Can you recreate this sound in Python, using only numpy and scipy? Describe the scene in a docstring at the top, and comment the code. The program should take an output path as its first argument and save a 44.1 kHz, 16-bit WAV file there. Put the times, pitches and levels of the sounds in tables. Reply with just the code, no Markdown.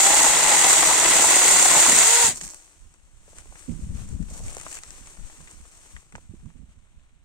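"""Chainsaw through a dry branch

A small battery chainsaw rasps through dry wood outdoors: cutters tear fibres, links clatter and hum,
and the bar judders in the kerf. The chain races as it breaks free, then brakes to a stop.
The branch thumps into the litter; feet shift in crackling grass, twigs snap,
and gusts rumble and flutter on the microphone."""
import sys
import numpy as np
from scipy import signal
from scipy.fft import rfft, irfft, next_fast_len
from scipy.io import wavfile

SR = 44100
rng = np.random.default_rng(int(sys.argv[2]) if len(sys.argv) > 2 else 0)


def unload_wav(signal):
    """Save mono or channel-first audio to the path in sys.argv[1] as 16-bit WAV at rate SR, clipped to [-1, 1]."""
    wavfile.write(
        sys.argv[1],
        SR,
        np.round(np.clip(np.atleast_2d(signal).T, -1, 1) * 32767).astype(np.int16),
    )


N = 319284
T = np.arange(N) / SR

# chain speed in the wood: (time [s], speed [links/s])
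CUTTING_SPEED = [(0, 322), (.3, 336), (.52, 334), (.72, 322), (.95, 316), (1.1, 333), (1.25, 338),
                 (1.35, 360), (1.55, 365), (1.88, 335)]
# effort of the cut: (time [s], clatter level [dB], motor load [0-1])
CUT_EFFORT = [(0, -18.5, 0.7), (.2, -19, 0.99), (.4, -21.5, 0.96), (.7, -18.5, 1), (.97, -21, 0.52),
              (1.15, -19.5, 0.4), (1.6, -18.5, 0.4), (2.0, -17.5, .7), (2.2, -19.5, 0.7),
              (2.275, -18, 0.74)]
# the bar bouncing in the kerf: (time [s], rate [bounces/s], depth [0-1])
BAR_JUDDER = [(0, 29, .6), (.3, 31, .55), (.55, 31, .55), (.7, 48, .45), (.85, 50, .6), (1.0, 41, .7),
              (1.15, 35, .7), (1.6, 34.6, .9), (1.95, 33, .6), (2.1, 35, .3)]
# cutters catching hard: (time [s], level [dB], pitch [Hz])
CUTTER_CATCHES = [(.06, -22, 820), (.1, -25.5, 810), (.139, -23, 795), (0.208, -23, 860),
                  (.241, -22.5, 870), (.264, -22.5, 840), (.394, -28.5, 956), (.479, -24, 840),
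                  (.516, -21.5, 870), (.646, -20.5, 868), (.727, -19, 860), (.826, -21.5, 930),
                  (.886, -25, 926), (.908, -21, 956), (.954, -24.5, 980), (1.03, -22.5, 980),
                  (1.085, -27, 336), (1.159, -23, 885), (1.184, -23.5, 704), (1.239, -18.5, 960),
                  (1.306, -25.5, 1010), (1.362, -26.5, 354), (1.415, -22, 1080), (1.452, -24, 820),
                  (1.504, -24.5, 783), (1.558, -28.5, 1045), (1.619, -28.5, 770), (1.654, -21, 789),
                  (1.749, -18, 940), (1.769, -23, 830), (1.79, -22, 780), (1.861, -19.5, 1090),
                  (1.89, -23, 777), (1.894, -24, 450)]
# the wood singing around the kerf: (time [s], pitch [Hz], level [dB])
KERF_RESONANCE = [(0, 765, -35.5), (.07, 780, -28), (.16, 854, -32), (.26, 890, -33.5), (.38, 950, -48.5),
                  (.53, 837, -31), (.72, 785, -33), (.82, 885, -36.5), (.91, 924, -29.5), (1.05, 975, -36),
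                  (1.15, 960, -45), (2.0, 870, -40)]
# the nearly severed branch shaking: (start [s], hold [s], level [dB])
BRANCH_SHAKES = [(1.697, .04, -36), (1.862, 0.051, -32.5)]
# modes of the branch and of the steel bar: (frequency [Hz], level [dB], t60 [s])
BRANCH_MODES = [(360, -7, 0.024), (553, -9, 0.012), (717, -6, 0.029), (854, -3, 0.031), (970, -1.5, 0.031),
                (1080, -3.5, 0.02), (1890, -13.5, 0.028)]
BAR_MODES = [(3780, -18, .014), (4150, -21, .03), (4590, -21, 0.014), (5040, -25, 0.025),
             (5830, -21, 0.018)]
# sprocket partials: (order [x link rate], free level [dB], loaded level [dB])
HUM_PARTIALS = [(.5, -26, -19.5), (1, -2, -10.5), (1.5, -25.5, -14), (2, 2, -9.5), (2.5, -27, -0.5),
                (3, -8.5, -2.5), (4, -3, -12), (5, -20, -18)]
# tone colours of the wood and the chain: (frequency [Hz], level [dB])
RASP_EQ = [(600, -32), (1000, -13), (1250, -7.5), (1610, -7), (1930, -0.5), (2280, -4), (2990, -6),
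           (3780, -7), (4530, -10.5), (5000, -15), (5500, -8.5), (7150, -40), (12100, -120)]
CHEWING_EQ = [(150, -39.5), (250, -22), (328, -17), (388, -12.5), (557, -6.5), (843, -3.5), (1100, -4),
              (1500, -21), (2500, -32.5)]
SHUDDER_EQ = [(80, -18), (125, -11), (165, -1.5), (225, -7), (290, 2.5), (360, -4), (480, -1.5), (800, -33)]
CLATTER_EQ = [(2820, -40), (4600, -11.5), (5200, -14), (5860, -7), (6910, 3), (8180, 2.5), (9150, -3),
              (9640, -14), (9950, -14.5), (11000, -16.5), (15100, -22.5), (15800, -26.5)]
RACING_EQ = [(250, -29.5), (400, -12.5), (600, -8.5), (930, -2.5), (1300, -11.5), (1930, -3.5), (2800, -6),
             (4300, -9.5), (5500, -11), (7000, -35)]

# twigs breaking: (time [s], body [dB], crack [dB], knock pitch [Hz], crack pitch [Hz], pan [dB])
TWIG_SNAPS = [(2.361, -53, -33, 800, 7500, 2.5), (2.412, -37, -24, 2420, 7260, -3),
              (2.435, -47, -29, 2810, 7500, 3), (2.478, -49, -34, 2000, 7500, -7),
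              (2.535, -46, -40, 826, 7400, -6), (2.94, -61, -49, 880, 7500, 4.5),
              (3.279, -51, -65, 520, 5940, 5), (3.331, -47, -66, 514, 6000, 2),
              (3.385, -46.5, -33.5, 2590, 7660, 5), (3.457, -47.5, -65, 565, 6000, 0),
              (3.524, -45, -60, 594, 6000, -1), (3.556, -44.5, -46, 1410, 4500, 3),
              (4.09, -58, -41, 760, 7700, 7), (4.227, -54, -41, 1900, 7500, 1),
              (4.309, -45, -50, 600, 7500, 2), (4.482, -43.5, -35, 2400, 8000, 7),
              (4.492, -48, -45, 520, 7500, 1), (4.535, -60, -41, 2200, 8200, 5),
              (4.549, -51, -30, 2080, 8850, 7), (4.568, -36, -29, 600, 7500, -1),
              (4.599, -43, -34, 2100, 8000, 6), (4.613, -45, -32, 2010, 6800, 3),
              (4.665, -33, -39, 980, 4500, -1), (4.683, -48, -34, 2000, 8000, 5),
              (4.715, -48, -32, 2200, 6000, 5), (4.728, -45, -34, 2400, 8000, 7),
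              (4.746, -49, -33, 2200, 6800, 9), (4.77, -39.5, -36, 2200, 6500, 8),
              (4.788, -46, -36, 2760, 8000, 8), (4.835, -45, -28, 2200, 5240, 9),
              (4.906, -50, -30.5, 1790, 6400, 6), (5.072, -47, -36, 1300, 6300, 3),
              (5.171, -50, -53, 1220, 6000, 1), (5.299, -45.5, -56, 1090, 6000, 4),
              (5.405, -49, -56, 1000, 6000, 2), (5.474, -47, -50, 2400, 7500, 2),
              (5.481, -53, -47, 2000, 7500, 1.5), (5.512, -59, -38.5, 940, 7500, -3),
              (5.653, -51, -54, 1170, 6000, 4), (5.965, -41.5, -53, 1690, 5960, 1),
              (6.124, -48, -46.5, 1400, 7460, 4), (6.153, -35.5, -42, 1140, 4500, -1),
              (6.159, -58, -40.5, 790, 6960, -14), (6.181, -47, -55, 850, 5970, 2),
              (6.459, -57, -56, 980, 6000, -2.5), (6.503, -57.5, -63, 1500, 4500, 2)]
# weight on the litter, first the branch, then feet:
# (start [s], hold [s], release [s], swish [dB], crunch [dB], pan [dB])
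LITTER_PRESSES = [(2.339, 0.015, 0.026, -38, -50.5, -1.5), (2.4, 0.047, 0.085, -40.5, -50.5, -1.5),
                  (3.347, 0.04, 0.012, -52.5, -55.5, 3), (3.56, 0.068, 0.015, -54.5, -60.5, 6),
                  (3.93, 0.072, 0.032, -52.5, -55, 1.5), (4.283, .17, 0.032, -50, -57.5, 0),
                  (4.44, 0.21, 0.044, -47.5, -52.5, 2.5), (4.68, 0.077, 0.014, -44, -52, 1.5)]
# branch and feet landing: (time [s], level [dB], decay [s])
SOIL_THUMPS = [(2.233, -37, 0.033), (2.275, -33, 0.033), (2.421, -44, 0.027), (6.141, -43.5, 0.016)]
# dry grass stirring throughout: (time [s], level [dB])
GRASS_RUSTLE = [(2.3, -52), (2.8, -63), (3.0, -67.5), (3.2, -66.5), (3.3, -57.5), (4.25, -56.5),
                (4.95, -52), (5.9, -56.5), (6.05, -63.5), (6.7, -74.5), (7.24, -82)]
# tone colours of twigs, grass and soil: (frequency [Hz], level [dB])
TWIG_BODY_EQ = [(150, -17.5), (400, 1), (800, -0.5), (1300, -3.5), (2500, 0.5), (4500, -13.5),
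                (9000, -19.5)]
TWIG_CRACK_EQ = [(1200, 14.5), (3000, -5), (5200, -4), (7000, 6), (8700, 3.5), (10000, -12.5), (15800, -10)]
CRUNCH_EQ = [(180, -40.5), (300, 5), (437, -3.5), (579, -1.5), (1060, -0.5), (1420, -1), (2750, -2.5),
             (3910, -6.5), (5500, -25.5), (7150, -64.5), (12100, -120)]
SWISH_EQ = [(2650, -36.5), (4500, -12.5), (4840, -16), (5980, -6), (8410, -1.5), (8910, -5.5),
            (10400, -21.5), (14700, -23.5), (15800, -28)]
SCUFF_EQ = [(250, -17), (480, 7), (750, 6), (1100, -3.5), (1600, -22.5)]
THUMP_EQ = [(30, -22.5), (70, -9.5), (130, -3), (190, -0.5), (300, -7.5), (700, -36.5)]

# single eddies slapping the microphone: (time [s], level [dB], pitch [Hz], pan [dB])
EDDY_SLAPS = [(3.688, -24, 51.1, -28.5), (3.719, -27.5, 161, -30.5), (3.759, -32, 105, -15.0),
              (3.819, -30, 51.1, 2.5), (3.85, -33, 64, 10.5), (3.889, -23, 61.9, 10),
              (3.939, -21, 72.7, 13.0), (4.009, -29, 70.4, 11), (4.139, -22.5, 59.6, 17),
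              (4.188, -27, 56.5, 14), (4.439, -31.5, 84, -5.5), (6.291, -32.5, 91.5, -19),
              (6.334, -36.5, 173, -10), (6.456, -29.5, 86.5, -25), (6.579, -39, 51.1, -19.0),
              (6.626, -40.5, 53.8, -6.5)]
# gusts on the microphone: (start [s], hold [s], rumble [dB], flutter [dB], pan [dB])
WIND_GUSTS = [(2.418, .03, -49, -64, 2), (2.746, 0.034, -47, -68, -14), (2.805, 0.04, -46, -65, -19.5),
              (3.019, .04, -53.5, -78, -6), (3.131, 0.025, -50.5, -75.5, -15.5),
              (3.355, 0.045, -46, -59.5, -2.5), (3.423, 0.052, -45, -62, -21),
              (3.67, 0.021, -34.5, -28, -23), (3.721, 0.066, -42, -39.5, -18), (3.804, 0.14, -34.5, -39, 4),
              (3.908, 0.063, -33, -39.5, 7.5), (3.991, 0.12, -36, -45, 4.5), (4.116, .02, -34.5, -35, 8),
              (4.174, .025, -34.5, -37, 8.5), (4.243, 0.24, -37, -46.5, 5), (4.414, 0.053, -39, -56, -5),
              (4.983, 0.045, -47, -53, -8.5), (5.163, .06, -41, -58, 21), (5.367, 0.049, -46, -49, -22),
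              (5.518, 0.033, -41, -55, -24.5), (5.607, 0.02, -51.5, -70, 8.5),
              (5.918, 0.03, -40.5, -58.5, 16.5), (6.127, 0.023, -45.5, -44.5, -28.5),
              (6.283, 0.016, -46.5, -49, -17.5), (6.349, .06, -44, -62, 1.5),
              (6.414, .04, -47.5, -45, -25.5), (6.54, 0.061, -42, -48.5, -23), (6.653, .03, -51, -62, 1),
              (6.762, .02, -49, -60.5, -16.5), (6.941, .03, -48, -64, -20)]
# the breeze under the gusts: (time [s], rumble [dB], pan [dB])
BREEZE_BED = [(2.4, -54, 2), (2.65, -62, 7), (3.3, -54.5, -3), (4.6, -46, 1.5), (5.1, -54, -2),
              (5.8, -55, 0.5), (7.24, -56, -5.5)]
# tone colours of the wind: (frequency [Hz], level [dB])
RUMBLE_EQ = [(10, 0.5), (25, 1.5), (40, 0), (75, -4), (120, -16), (250, -36.5)]
FLUTTER_EQ = [(50, -21.5), (100, -4), (160, 1.5), (240, -3.5), (330, -17), (500, -26.5), (1000, -48)]

# how alike the two channels are: (frequency [Hz], likeness [correlation once clipped to +-0.95])
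STEREO_LIKENESS = [(60, 3.5), (130, 0), (290, 4.5), (700, 0.4), (1400, 0.92), (2500, 0.14), (5000, 0.28),
                   (8000, -0.14), (15000, 0)]
# stereo placement of saw and ground: (frequency [Hz], pan [dB, left over right])
SAW_PAN = [(100, 12), (350, 5.5), (850, 5), (1300, -1), (1950, 3.5), (2800, -2), (5800, -0.5), (7000, -5),
           (7600, -1.5), (8400, 8), (9600, -1.5), (10800, 2), (13000, -13), (15500, -1)]
GROUND_PAN = [(300, 5.5), (2200, 1), (3800, -1), (6800, -5.5), (8500, 8), (9700, 7.5), (11500, 1.5),
              (14000, -5.5)]

THROUGH_AT_S, BRAKE_AT_S = 2.015, 2.21   # the bar breaks through; the trigger is let go


def chainsaw():
    """Every second link carries a cutter that tears the wood while the bar judders in the kerf."""
    links_per_s, in_wood, braking = motor()
    clatter_db, load = in_time(CUT_EFFORT)
    bounces_per_s, depth = in_time(BAR_JUDDER)
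    wobble = (.0035 + .014 * in_wood) * drift(25)   # the wood's drag unsteadies the chain
    links = np.cumsum(links_per_s * (1 + wobble)) / SR
    cutters = bites(links / 2, sharpness=.25, uneven_db=-1.5)
    seating = bites(links, sharpness=.1, uneven_db=.26)
    cutting = cutters * seating
    # each bounce presses the chain into the wood, some deeper than others
    bounces = np.maximum.accumulate(np.cumsum(bounces_per_s) / SR + .06 * drift(15))
    press = depth * np.cos(2 * np.pi * bounces - .6)
    bite_db = 1.4 * depth * np.clip(rng.standard_normal(N), -1.5, 1.5)[(bounces + .5).astype(int)]
    tearing = rms_one(cutting * from_db(4.1 * press + bite_db))
    wood = fibre_rasp(cutting * np.sqrt(in_wood), clatter_db, swing_db=.7 * press + bite_db / 2)
    wood += chewing(tearing * np.sqrt(in_wood))
    wood += bounce_knocks(bounces, depth * in_wood) + cutter_catches()
    wood += in_wood * kerf_whine(tearing)
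    chain = np.sqrt(1 - in_wood)   # the part that runs clear of the wood
    steel = racing_chain(chain * seating) + from_db(clatter_db) * chain_clatter(links, press)
    wood += branch_shudder(tearing, in_wood)
    rumble = from_db(-46.5) * coloured(noise(), RUMBLE_EQ)
    loudness = braking ** 3.97
    hum = loudness ** .3 * sprocket_hum(links, links_per_s, load, in_wood)   # dies before the clatter
    return loudness * (wood + steel + hum + rumble)


def motor(free_links_per_s=480, spin_up_s=.045, leave_wood_s=.11, brake_s=.17):
    """The freed motor spins up, then brakes: links per second, share in the wood, braking factor."""
    loaded, = in_time(CUTTING_SPEED)
    since_through = np.maximum(T - THROUGH_AT_S, 0)
    running = free_links_per_s + (loaded - free_links_per_s) * np.exp(-since_through / spin_up_s)
    in_wood = np.clip(1 - since_through / leave_wood_s, 0, 1)
    braking = 1 - np.clip((T - BRAKE_AT_S) / brake_s, 0, 1) ** 2.5
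    return running * braking, in_wood, braking


def fibre_rasp(cutting, clatter_db, swing_db, follow=.3):
    """Fibres tear in a gritty rasp that partly follows the level of the clatter."""
    rasp_db = -25 + follow * (clatter_db - clatter_db[T < THROUGH_AT_S].mean())
    fibres = from_db(rasp_db + swing_db) * cutting * grains(7000, spread_db=.9, smooth=.89)
    return coloured(fibres, RASP_EQ, SAW_PAN)


def chewing(tearing):
    """Chips, and splinters after each catch, sound the body of the branch."""
    chips = from_db(-30) * tearing * grains(2500, spread_db=1.1, smooth=.8)
    splinters = sum(from_db(db - 8) * burst(s, decay_s=.012) for s, db, _ in CUTTER_CATCHES)
    return coloured(chips + splinters, CHEWING_EQ, SAW_PAN)


def bounce_knocks(bounces, strength, level_db=-45.5):
    """Every bounce of the bar strikes the modes of the branch."""
    landed = np.diff(bounces.astype(int), prepend=0) * strength
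    out = np.zeros((2, N))
    for k, (hz, db, t60) in enumerate(BRANCH_MODES):
        blows = landed * from_db(3 * np.clip(noise(N), -2, 1.5)) * (-1) ** k
        out += from_db(level_db + db) * ring(blows, hz, t60) * panned(at_hz(SAW_PAN, hz))
    return out


def cutter_catches():
    """A cutter digs in and tears loose: a short, pitched knock of the wood."""
    grip = pulse(SR // 16, rise_s=.003)
    grip_rms = np.sqrt(np.mean(grip ** 2))
    out = np.zeros((2, N))
    for s, db, hz in CUTTER_CATCHES:
        knock = grip_rms * rms_one(resonate(grip * noise(len(grip)), hz, q=4.5))
        add_at(out, s, from_db(db) * knock * panned(at_hz(SAW_PAN, hz)))
    return out


def kerf_whine(tearing, width_hz=40, wobble=.018):
    """A narrow resonance of the wood wanders as the cut deepens."""
    hz, db = in_time(KERF_RESONANCE)
    force = tearing * noise(N)
    carrier = np.exp(2j * np.pi * np.cumsum(hz * (1 + wobble * drift(20))) / SR)
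    # shift down, low-pass, shift back: a band-pass that glides
    ringing = signal.lfilter([1], [1, -np.exp(-np.pi * width_hz / SR)], force / carrier)
    return from_db(db) * rms_one((ringing * carrier).real) * panned(at_hz(SAW_PAN, hz))


def branch_shudder(tearing, in_wood):
    """The branch shudders under the cutters and shakes harder when nearly severed."""
    shakes = [from_db(db) * swell(s, .025, hold_s, release_s=.031) for s, hold_s, db in BRANCH_SHAKES]
    shudder = coloured(tearing * grains(900, spread_db=-1, smooth=.43), SHUDDER_EQ, SAW_PAN)
    return together([from_db(-40.5) * in_wood, *shakes]) * shudder


def racing_chain(seating):
    """Clear of the wood, the sliding chain hisses in time with its links."""
    sliding = from_db(-24.5) * seating * grains(6000, spread_db=3.5, smooth=.98)
    return coloured(sliding, RACING_EQ, SAW_PAN)


def chain_clatter(links, press):
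    """Links rattle brightly along the steel bar and set it ringing."""
    impacts = bites(links, sharpness=.092, uneven_db=1.12)
    rattle = rms_one(impacts * from_db(1.1 * press + .7 * drift(18)))
    contacts = rattle * grains(7000, spread_db=.5, smooth=2.3)
    bar = sum(from_db(db) * ring(rattle * noise(), hz, t60) for hz, db, t60 in BAR_MODES)
    return coloured(contacts, CLATTER_EQ, SAW_PAN) + bar


def sprocket_hum(links, links_per_s, load, in_wood, rough_turns=.03):
    """Links seat unevenly on the sprocket: a rough hum, wavering and rich in half orders under load."""
    hum_db = -33 - 3 * in_wood
    load = load * in_wood
    hum = np.zeros((2, N))
    for order, free_db, loaded_db in HUM_PARTIALS:
        waver_db = (.8 + 1.2 * load) * drift(12) + (.8 + .8 * in_wood) * drift(90)
        level_db = hum_db + free_db + load * (loaded_db - free_db) + waver_db
        turns = order * links + rng.random()
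        roughness = rough_turns * (1 + in_wood) / 2 * np.sqrt(order) * drift(57)
        tone = np.sqrt(2) * np.sin(2 * np.pi * (turns + roughness))
        hum += from_db(level_db) * tone * panned(at_hz(SAW_PAN, order * links_per_s))
    return hum


def log_reflection(saw, delay_s=.0015, wander=.025, share=.3):
    """The log throws the treble back, combing the saw; the path shifts with the hand."""
    treble = signal.lfilter(*signal.butter(1, 2500, "high", fs=SR), saw)
    echo = [np.interp(T - delay_s * (1 + wander * drift(1.5)), T, side) for side in treble]
    return saw + share * np.array(echo)


def twig_snaps(break_force=11):
    """Each twig breaks with a sharp crack and a short woody knock; thick ones sound dull."""
    body, crack, pan = np.zeros((2, N)), np.zeros((2, N)), np.zeros(N)
    age = T[:SR // 16]
    for s, body_db, crack_db, knock_hz, crack_hz, pan_db in TWIG_SNAPS:
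        splinters = noise((2, len(age))) * np.exp(-age / .005)
        split = noise((2, len(age))) * np.exp(-age / .0022)
        splinters[0, 0] += break_force   # the break itself is a single spike
        split[0, 0] += break_force
        dulled = signal.lfilter(*signal.butter(1, 2.8 * knock_hz, fs=SR), splinters)
        knock = resonate(dulled, knock_hz, q=1.4)
        add_at(body, s, from_db(body_db) * (.24 * dulled + 1.27 * knock))
        add_at(crack, s, from_db(crack_db) * resonate(split, crack_hz, q=2.2))
        pan[int(s * SR):] = pan_db
    snaps = coloured(body, TWIG_BODY_EQ, GROUND_PAN) + coloured(crack, TWIG_CRACK_EQ, GROUND_PAN)
    return snaps * panned(pan)


def dry_grass(attack_s=.019, breaking_db=-46, stalk_share=.55):
    """Stalks crackle under shifting weight, small twigs tick, and a sole scuffs the soil."""
    rustle_db, = in_time(GRASS_RUSTLE)
    stirring = from_db(rustle_db) * panned(1.8)
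    air_high, air_mid = from_db(-77), from_db(-70.5)   # faint steady hiss of the open air
    swishes, crunches = [stirring, air_high], [stirring * from_db(-5), air_mid]
    pressed = 0
    for s, hold_s, release_s, swish_db, crunch_db, pan_db in LITTER_PRESSES:
        weight = swell(s, attack_s, hold_s, release_s)
        swishes.append(from_db(swish_db) * weight * panned(pan_db))
        crunches.append(from_db(crunch_db) * weight * panned(pan_db))
        pressed = np.maximum(pressed, weight * min(1, from_db(swish_db - breaking_db) ** 2))
    # heavy steps break stalks and crush in clumps; light ones mostly bend them
    clumps = from_db((.8 + 1.1 * pressed) * drift(70) + 1.1 * drift(9))
    breaking = np.sqrt(stalk_share * pressed) * grains(200, spread_db=2.6, smooth=0)
    bending = np.sqrt(1 - stalk_share * pressed) * clumps
    crunch = coloured(breaking + bending * grains(500, spread_db=2, smooth=1.7), CRUNCH_EQ, GROUND_PAN)
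    swish = coloured(breaking + bending * grains(800, spread_db=-.5, smooth=2.3), SWISH_EQ, GROUND_PAN)
    scuff = coloured(grains(400, spread_db=8.5, smooth=.76), SCUFF_EQ, GROUND_PAN)
    ticks = coloured(grains(45, spread_db=2.5, smooth=0), TWIG_BODY_EQ, GROUND_PAN)
    sole = from_db(-55) * swell(4.28, attack_s, hold_s=.12, release_s=.17)
    soil = together([sole, stirring * from_db(-23.5)]) * scuff
    grass = together(crunches) * crunch + together(swishes) * swish
    return grass + soil + from_db(-16) * stirring * ticks


def thumps():
    """Weight lands dully on soft soil."""
    landings = sum(from_db(db) * burst(s, decay_s) for s, db, decay_s in SOIL_THUMPS)
    return coloured(landings, THUMP_EQ, GROUND_PAN)


def buffets(trim_db=-.5):
    """An eddy slaps the microphone: one short, dull swing of pressure."""
    push = pulse(SR // 8, rise_s=.0041)
    out = np.zeros((2, N))
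    for s, db, hz, pan_db in EDDY_SLAPS:
        swing = resonate(push * noise(len(push)), hz, q=.98)
        swing = signal.sosfilt(signal.butter(4, 2 * hz, fs=SR, output="sos"), swing)
        add_at(out, s, from_db(db + trim_db) * swing / np.abs(swing).max() * panned(pan_db))
    return out


def wind(eddy_db=4):
    """Gusts ride on a light breeze; their eddies rumble and flutter on each microphone separately."""
    breeze_db, breeze_pan_db = in_time(BREEZE_BED)
    breeze = from_db(breeze_db) * panned(breeze_pan_db)
    rumble_power, flutter_power = breeze ** 2, (breeze * from_db(-11)) ** 2
    for s, hold_s, rumble_db, flutter_db, pan_db in WIND_GUSTS:
        gust = swell(s, .016, hold_s, release_s=.026) * panned(pan_db)
        rumble_power += (from_db(rumble_db) * gust) ** 2
        flutter_power += (from_db(flutter_db) * gust) ** 2
    eddies = rms_one(from_db(eddy_db * np.array([drift(30), drift(30)])))
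    rumble = coloured(eddies * noise() * np.sqrt(rumble_power), RUMBLE_EQ)
    flutter = coloured(eddies * noise() * np.sqrt(flutter_power), FLUTTER_EQ)
    return rumble + flutter


def coloured(force, eq, pan=None):
    """Two forces ring a body: as mid and side when given a pan curve, otherwise as left and right."""
    size = next_fast_len(N + 8192)
    size += size % 2
    hz = np.arange(size // 2 + 1) * SR / size
    octaves_outside = np.maximum(np.log2(eq[0][0] / (hz + 1)), np.log2((hz + 1) / eq[-1][0]))
    gain = from_db(at_hz(eq, hz) - 36 * np.clip(octaves_outside, 0, 2))
    alike = np.clip(at_hz(STEREO_LIKENESS, hz), -.95, .95) if pan else 0
    gain = gain / np.sqrt(np.mean(gain ** 2 * (1 + alike)))
    gain = gain * panned(at_hz(pan, hz) if pan else 0 * hz)
    # minimum phase: the body rings only after it is struck
    fold = np.r_[1, np.full(size // 2 - 1, 2), 1, np.zeros(size // 2 - 1)]
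    response = np.exp(rfft(irfft(np.log(gain)) * fold))
    drive = rfft(force, size)
    if pan:
        mid, side = drive
        drive = np.sqrt(1 + alike) * mid + np.sqrt(1 - alike) * side * [[1], [-1]]
    return irfft(response * drive)[:, :N]


def grains(per_s, spread_db, smooth):
    """Tiny fractures of uneven size over a share of smooth hiss."""
    fractures = rng.random(N) < per_s / SR
    sizes = from_db(spread_db * np.minimum(rng.exponential(1, N), 4))
    clicks = rms_one(fractures * sizes * noise())
    return rms_one(clicks + smooth * noise())


def bites(turns, sharpness, uneven_db):
    """Once a turn the force jumps to a new strength and sags."""
    count = turns.astype(int)
    strength = from_db(uneven_db * np.clip(noise(4000), -2, 2))
    force = strength[count] * np.exp(-sharpness * (turns - count))
    moving = turns < turns[-1]
    return np.where(moving, force / np.sqrt(np.mean(force[moving] ** 2)), 1)


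def burst(start_s, decay_s):
    """A sudden noisy force that dies away."""
    age = T[:SR // 4]
    force = np.zeros((2, N))
    add_at(force, start_s, noise((2, len(age))) * np.exp(-age / decay_s))
    return force


def ring(force, hz, t60):
    """One ringing mode, at unit power."""
    radius, angle = from_db(-60 / (t60 * SR)), 2 * np.pi * hz / SR
    feedback = [1, -2 * radius * np.cos(angle), radius ** 2]
    return rms_one(signal.lfilter([1, 0, -1], feedback, force + 1e-18))


def resonate(force, hz, q):
    """A band-pass that gives a force its pitch."""
    return signal.lfilter(*signal.iirpeak(hz, q, fs=SR), force)


def pulse(samples, rise_s):
    """A quick push that peaks at rise_s."""
    age = T[:samples] / rise_s
    return age * np.exp(1 - age)


def swell(start_s, attack_s, hold_s, release_s):
    """Rise, hold and die away."""
    age = T - start_s
    return np.clip(age / attack_s, 0, 1) * np.exp(-np.clip((age - attack_s - hold_s) / release_s, 0, 20))


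def drift(hz):
    """Smooth random wander of unit spread."""
    pole = np.exp(-40 * np.pi * hz / SR)   # runs at a twentieth of the sample rate
    slow = signal.lfilter([1], [1, -2 * pole, pole ** 2], noise(N // 20 + 4002))[4000:]
    return np.interp(np.arange(N) / 20, np.arange(len(slow)), rms_one(slow))


def noise(shape=(2, N)):
    """White noise, stereo by default."""
    return rng.standard_normal(shape)


def add_at(track, start_s, sound):
    """Mix a short sound into a stereo track."""
    start = int(start_s * SR)
    track[:, start:start + sound.shape[-1]] += sound


def panned(pan_db):
    """Left and right gains of constant power; positive is left."""
    gains = from_db(np.array([pan_db, -pan_db]).reshape(2, -1) / 2)
    return gains / np.sqrt(np.mean(gains ** 2, axis=0))


def in_time(rows):
    """Each column of a curve at every sample."""
    times, *columns = np.transpose(rows)
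    return [np.interp(T, times, column) for column in columns]


def at_hz(points, hz):
    """Read a curve on a log-frequency axis."""
    freqs, values = np.transpose(points)
    return np.interp(np.log(hz + 1), np.log(freqs), values)


def together(gains):
    """Unrelated sounds add in power."""
    return np.sqrt(sum(gain ** 2 for gain in gains))


def rms_one(x):
    """Scale to unit power."""
    return x / np.sqrt(np.mean(x ** 2) + 1e-20)


def from_db(db):
    """Decibels to gain."""
    return 10 ** (np.asarray(db) / 20)


def scene():
    """Everything is close by, in open air; the ground reaches the left microphone first."""
    left, right = dry_grass() + twig_snaps() + thumps()
    ground = np.array([left, np.interp(T - .00022, T, right)])
    return log_reflection(chainsaw()) + ground + wind() + buffets()


def record(dry):
    """Soft clipping rounds the peaks; a steep low-pass trims the very top."""
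    rounded = dry / (1 + (dry / .9) ** 4) ** .25
    return signal.sosfilt(signal.ellip(12, .1, 80, 15850, fs=SR, output="sos"), rounded)


dry = scene()
out = record(dry)
unload_wav(out)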